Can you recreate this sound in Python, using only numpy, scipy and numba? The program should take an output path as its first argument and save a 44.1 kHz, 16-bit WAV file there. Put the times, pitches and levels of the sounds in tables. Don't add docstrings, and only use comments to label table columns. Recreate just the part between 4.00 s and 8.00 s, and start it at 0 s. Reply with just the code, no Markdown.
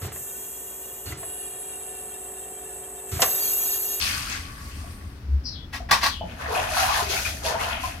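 import sys
import numpy as np
from scipy import signal
from scipy.fft import rfft, irfft
from scipy.io import wavfile
from scipy.ndimage import map_coordinates
from numba import njit

SR = 44100
rng = np.random.default_rng(int(sys.argv[2]) if len(sys.argv) > 2 else 0)


def inscribe(sig):
    pcm = np.round(np.clip(np.atleast_2d(sig).T, -1, 1) * 32767)
    wavfile.write(sys.argv[1], SR, pcm.astype(np.int16))


N = 176400
T = np.arange(N) / SR


# peak time, rise and fall in seconds, relative patter and mist in dB.
TWISTS = [(.07, 0.93, 0.18, -29.5, -40), (.335, 0.082, 0.04, -35, -50), (.72, 1, 0.3, -51.5, -58)]
# frequency in Hz, relative level in dB.
STREAM_SPECTRUM = [(300, -6), (650, -14.5), (1100, -4.5), (2700, 2), (3700, -4.5), (5200, -4), (7500, -9.5)]
MIST_SPECTRUM = [(4500, 4), (7000, -4.5), (9000, -2), (12000, 1.5), (15500, -13)]
BASIN_SPECTRUM = [(600, -13), (670, -13), (800, -12), (1020, -9), (1130, 5), (1260, -11), (2000, -6)]
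SUDS_SPECTRUM = [(7300, -21), (8000, 14), (9600, 11), (10200, -35)]

def wringing():
    patter = shaped(swarm(449, 7940, per_s=4000, cycles=9.9, spread_db=3.5), STREAM_SPECTRUM)
    mist = shaped(swarm(4500, 16000, per_s=9900, cycles=5, spread_db=-1), MIST_SPECTRUM)
    basin = shaped(swarm(575, 2020, per_s=1200, cycles=12, spread_db=3.5), BASIN_SPECTRUM)
    flow, mist_gain = surge_envelopes(TWISTS)
    hum_db, fade_db_per_s, end_s = -40, 13.5, 1.178
    hum_gain = undb(hum_db - fade_db_per_s * T) * np.clip((end_s - T) * 10, 0, 1)
    fizz = undb(-6) * shaped(mist, SUDS_SPECTRUM) * np.sqrt(mist_gain * hum_gain)
    return undb(4) * patter * flow + undb(6.5) * mist * mist_gain + basin * hum_gain + fizz


# peak time, rise and fall in seconds,
# then relative levels of churn, slosh, patter and spray in dB.
SURGES = [(2.31, 0.059, 0.084, -50, -53, -45, -58), (2.42, 0.037, 0.24, -50.5, -36, -43, -50.5),
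          (2.568, 0.066, 0.1, -36, -26.5, -28.5, -40), (2.83, 0.13, 0.19, -55, -27.5, -28, -33),
          (2.96, 0.045, .065, -41.5, -27, -29, -32), (3.108, 0.019, 0.16, -41, -46, -30.5, -31.5),
          (3.257, 0.01, 0.052, -58, -52.5, -31, -36.5), (3.461, 0.023, 0.049, -32, -30, -35.5, -32),
          (3.545, 0.087, 0.031, -35, -29.5, -34.5, -60), (3.629, 0.043, 0.071, -41, -29, -32, -40.5),
          (3.705, 0.049, 0.091, -57, -36.5, -29, -45.5), (3.85, 0.048, 0.1, -56, -41, -37, -44.5)]
# frequency in Hz, relative level in dB.
CHURN_SPECTRUM = [(280, -25), (380, -2.5), (470, 4), (600, -2)]
SLOSH_SPECTRUM = [(450, -33), (570, -11.5), (680, 0), (1000, 2.5), (1400, -5), (2200, -2.5)]
PATTER_SPECTRUM = [(700, -40), (1300, -1), (1850, -0.5), (2750, 1.5), (3300, -7.5), (5000, -32)]
SPRAY_SPECTRUM = [(2500, 2), (5200, 0.5), (6600, -1), (7500, -7.5), (9500, -6.5), (12000, -6),
                  (15500, -22.5)]

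def rinsing():
    churn = shaped(swarm(281, 630, per_s=250, cycles=18.4, spread_db=2.5)[0], CHURN_SPECTRUM)
    slosh = shaped(swarm(499.4, 1887, per_s=650, cycles=22, spread_db=2.4), SLOSH_SPECTRUM)
    patter = shaped(swarm(881, 4920, per_s=2400, cycles=16.7, spread_db=5), PATTER_SPECTRUM)
    spray = shaped(swarm(2820, 16900, per_s=7700, cycles=5.4, spread_db=4.5), SPRAY_SPECTRUM)
    basin_mode = unit(signal.lfilter(*signal.iirpeak(634, Q=9.3, fs=SR), slosh))
    plunge, stir, runoff, throw = surge_envelopes(SURGES)
    falling_water = (undb(-8) * basin_mode + undb(0.5) * patter) * runoff
    return churn * plunge + undb(1) * slosh * stir + falling_water + undb(5.5) * spray * throw


# start in seconds, pitch in Hz, relative level in dB, cycles to fall 30 dB.
AIR_POCKETS = [(.84, 684, -38.5, 20), (1.803, 688, -28.5, 15), (2.21, 666, -18.5, 9.3),
               (2.214, 844, -23.5, 11), (2.235, 180, -27.5, 11.6), (2.24, 610, -26, 10),
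               (2.482, 469, -27, 11), (2.565, 715, -18.5, 22), (2.79, 1375, -19.5, 27),
               (2.825, 734, -17, 21), (2.838, 934, -21, 12), (3.022, 400, -24.5, 12.4),
               (3.095, 385, -26.5, 16), (3.251, 2390, -18.5, 22), (3.452, 636, -23.5, 30),
               (3.464, 930, -22, 23), (3.54, 652, -22, 35), (3.552, 900, -21, 22), (3.835, 1010, -23, 30),
               (3.858, 727, -35, 30)]

def gulps():
    start, hz, db, cycles = np.array(AIR_POCKETS, float).T.copy()
    return bubbles(start, hz, 2 * cycles, undb(db + 7.5), onset_rad=9.2)


@njit
def bubbles(start, hz, cycles, amplitude, onset_rad):
    out = np.zeros(N)
    for k in range(len(start)):
        first, phase = int(start[k] * SR), 0.
        n = int(cycles[k] / hz[k] * SR) + 2
        for i in range(min(n, N - first)):
            phase += 2 * np.pi * hz[k] * (1 + 0.11 * i / n) / SR
            envelope = np.exp(-6.9 * i / n) * (1 - np.exp(-phase / onset_rad))
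            out[first + i] += amplitude[k] * envelope * np.sin(phase)
    return out


def swarm(lo_hz, hi_hz, per_s, cycles, spread_db):
    clusters_per_s, cluster_db, path_spread_s = 22, 3, .002
    when, pitch, ring, size, *paths = rng.random((int(per_s * N / SR), 6)).T
    start = when * N / SR
    hz = lo_hz * (min(hi_hz, SR / 2.6) / lo_hz) ** pitch
    time_and_pitch = [start * clusters_per_s, 2 * np.log2(hz / lo_hz)]
    cluster = map_coordinates(rng.standard_normal((200, 20)), time_and_pitch, order=1, mode="mirror")
    amplitude = undb(cluster_db * cluster - spread_db * np.log(size * .97 + .03)) * hz
    arrivals = [start + path_spread_s * path for path in paths]
    return unit(np.array([bubbles(s, hz, cycles * (.5 + ring), amplitude, 2.3) for s in arrivals]))


def surge_envelopes(rows):
    power = 0
    for peak, rise, fall, *db in rows:
        exponent = np.where(T < peak, ((T - peak) / rise) ** 2, np.abs((T - peak) / fall) ** 1.29)
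        power = power + (undb(db)[:, None] * np.exp(-exponent)) ** 2
    return np.sqrt(power)


# start in seconds, level in dB, attack, hold and decay in seconds,
# treble tilt in dB per octave.
SLAPS = [(1.724, -31.5, 0.012, 0.03, 0.013, -1.5), (1.888, -30, 0.0022, .015, 0.03, -6),
         (1.909, -11, 0.0024, .004, 0.0073, 0), (1.922, -17, 0.0025, 0.016, 0.022, -2),
         (2.007, -28, 0.012, .006, 0.0063, -1.5), (2.029, -19, .002, 0.019, 0.014, -1),
         (2.058, -19.5, 0.0013, 0.0016, 0.02, -1)]
# frequency in Hz, relative level in dB.
SLAP_SPECTRUM = [(100, -7), (400, -21.5), (950, 1), (1800, 1), (2800, -3.5), (5500, -4), (7500, -12.5),
                 (11500, -15), (16000, -25)]
# frequency in Hz, relative level in dB, seconds to fall 60 dB.
BASKET_MODES = [(767, -9, 0.07), (995, -2, 0.041), (1156, 12, 0.043)]

def slaps():
    smacks = shaped(rng.standard_normal(N) * undb(4.7 * rng.standard_normal(N)), SLAP_SPECTRUM)
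    cloth = np.zeros(N)
    for start, db, attack, hold, decay, tilt in SLAPS:
        onset = np.clip((T - start) / attack, 0, 1)
        release = np.exp(-np.maximum(T - start - attack - hold, 0) / decay)
        cloth += undb(db) * onset * release * unit(colour(smacks, [(250, -3 * tilt), (16000, 3 * tilt)]))
    t = T[:SR // 4]
    ring = sum(undb(db - 60 * t / t60) * np.sin(2 * np.pi * hz * t) for hz, db, t60 in BASKET_MODES)
    basket = signal.fftconvolve(cloth * np.abs(cloth), ring)[:N]
    return cloth + undb(-5) * unit(basket) * cloth.std()


# offset in seconds, pitch in Hz, level in dB,
# tremble as a fraction of the pitch.
CHIRP_CONTOUR = [(0.026, 5440, -57, 0.0777), (.052, 5020, -26.5, 0.095), (0.087, 4840, -32, 0.13),
                 (.105, 4840, -41, 0.17), (.138, 4290, -37, 0.14), (.156, 3550, -39.5, 0.11),
                 (.19, 3450, -44.5, .08), (.245, 3350, -49, .08)]
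# start in seconds, pitch ratio, length ratio, gain in dB.
CHIRPS = [(1.408, 1, 1, -0.5), (1.975, 0.89, 1.1, 4.5)]

def bird():
    out = np.zeros(N)
    offset, hz, db, tremble = np.array(CHIRP_CONTOUR).T
    for start, pitch, length, gain_db in CHIRPS:
        times = start + length * offset
        waver = np.tanh(2 * shaped(rng.standard_normal(N), [(120, 0), (450, 0)]))
        track_hz = pitch * np.interp(T, times, hz) * (1 + np.interp(T, times, tremble) * waver)
        envelope = undb(gain_db + np.interp(T, times, db)) * (T > times[0]) * (T < times[-1])
        out += envelope * np.sin(2 * np.pi * np.cumsum(track_hz) / SR)
    return out


# frequency in Hz, relative level in dB.
AIR_SPECTRUM = [(100, -13), (190, 1.5), (280, 1.5), (360, -8), (700, -16.5), (1500, -17.5), (3200, -27),
                (5500, -28), (7200, -40.5), (15000, -41)]
RUMBLE_SPECTRUM = [(22, -22), (36, -7), (50, -9), (68, 1.5), (88, -2), (105, -13), (125, -10), (160, -25.5),
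                   (300, -33.5)]

def background():
    mid, side = (shaped(rng.standard_normal(N), AIR_SPECTRUM) for _ in range(2))
    side = colour(side, [(60, -18), (125, -14), (250, -14.5), (600, -5.5), (1500, 1)])
    air = undb(-47.5) * np.array([mid + side, mid - side])
    rumble = undb(-38) * shaped(rng.standard_normal(N), RUMBLE_SPECTRUM)
    since_peak = T - 1.345
    boom = undb(-15) * np.exp(-(since_peak / .045) ** 2) * np.sin(2 * np.pi * 69 * since_peak)
    return air + rumble + boom


def yard(x, tail_db, early_db):
    low_t60_s, treble_t60_s, early_decay_s = 0.24, 0.3, 0.0055
    t = T[:SR // 2]
    noise = rng.standard_normal((2, len(t)))
    low = signal.sosfilt(signal.butter(1, 4000, fs=SR, output="sos"), noise)
    tail = low * undb(-60 * t / low_t60_s) + (noise - low) * undb(-60 * t / treble_t60_s)
    tail *= np.minimum(t / .012, 1)
    early = rng.standard_normal((2, len(t))) * np.exp(-t / early_decay_s)
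    response = sum(undb(db) * part / np.linalg.norm(part, axis=1, keepdims=True)
                   for db, part in ((tail_db, tail), (early_db, early)))
    response = signal.sosfilt(signal.butter(2, 380, "high", fs=SR, output="sos"), response)
    response[:, 0] += 1
    response /= np.sqrt(np.sum(response ** 2) / 2)
    return signal.fftconvolve(np.atleast_2d(x), response, axes=1)[:, :N]


def undb(db):
    return 10 ** (np.asarray(db) / 20)


def unit(x):
    return x / np.sqrt(np.mean(x ** 2))


def colour(x, points, scale=1):
    hz, db = np.array(points, float).T
    log_hz = np.log(np.fft.rfftfreq(N, 1 / SR) + 1)
    return irfft(rfft(x) * undb(scale * np.interp(log_hz, np.log(hz), db)), N)


def shaped(x, points):
    (lo, lo_db), (hi, hi_db) = points[0], points[-1]
    return unit(colour(x, [(lo / 2, lo_db - 30), *points, (hi * 2, hi_db - 30)]))


def scene():
    return (background()
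            + yard(slaps(), tail_db=-1.5, early_db=3.5)
            + yard(gulps(), tail_db=5, early_db=-9)
            + yard(bird(), tail_db=3.5, early_db=7)
            + yard(wringing() + rinsing(), tail_db=-1.5, early_db=-7))


# frequency in Hz, left minus right in dB before scaling.
MIC_BALANCE = [(300, 1.7), (700, 1), (1300, 2), (4600, 7), (8000, 0.5), (12000, -4.5), (16000, -8)]

def record(dry):
    heard = np.array([colour(dry[0], MIC_BALANCE, 0.51), colour(dry[1], MIC_BALANCE, -0.57)])
    low_pass = signal.ellip(10, .1, 80, 15850, fs=SR, output="sos")
    return signal.sosfilt(low_pass, np.clip(heard, -1, 1))


dry = scene()
out = record(dry)
inscribe(out)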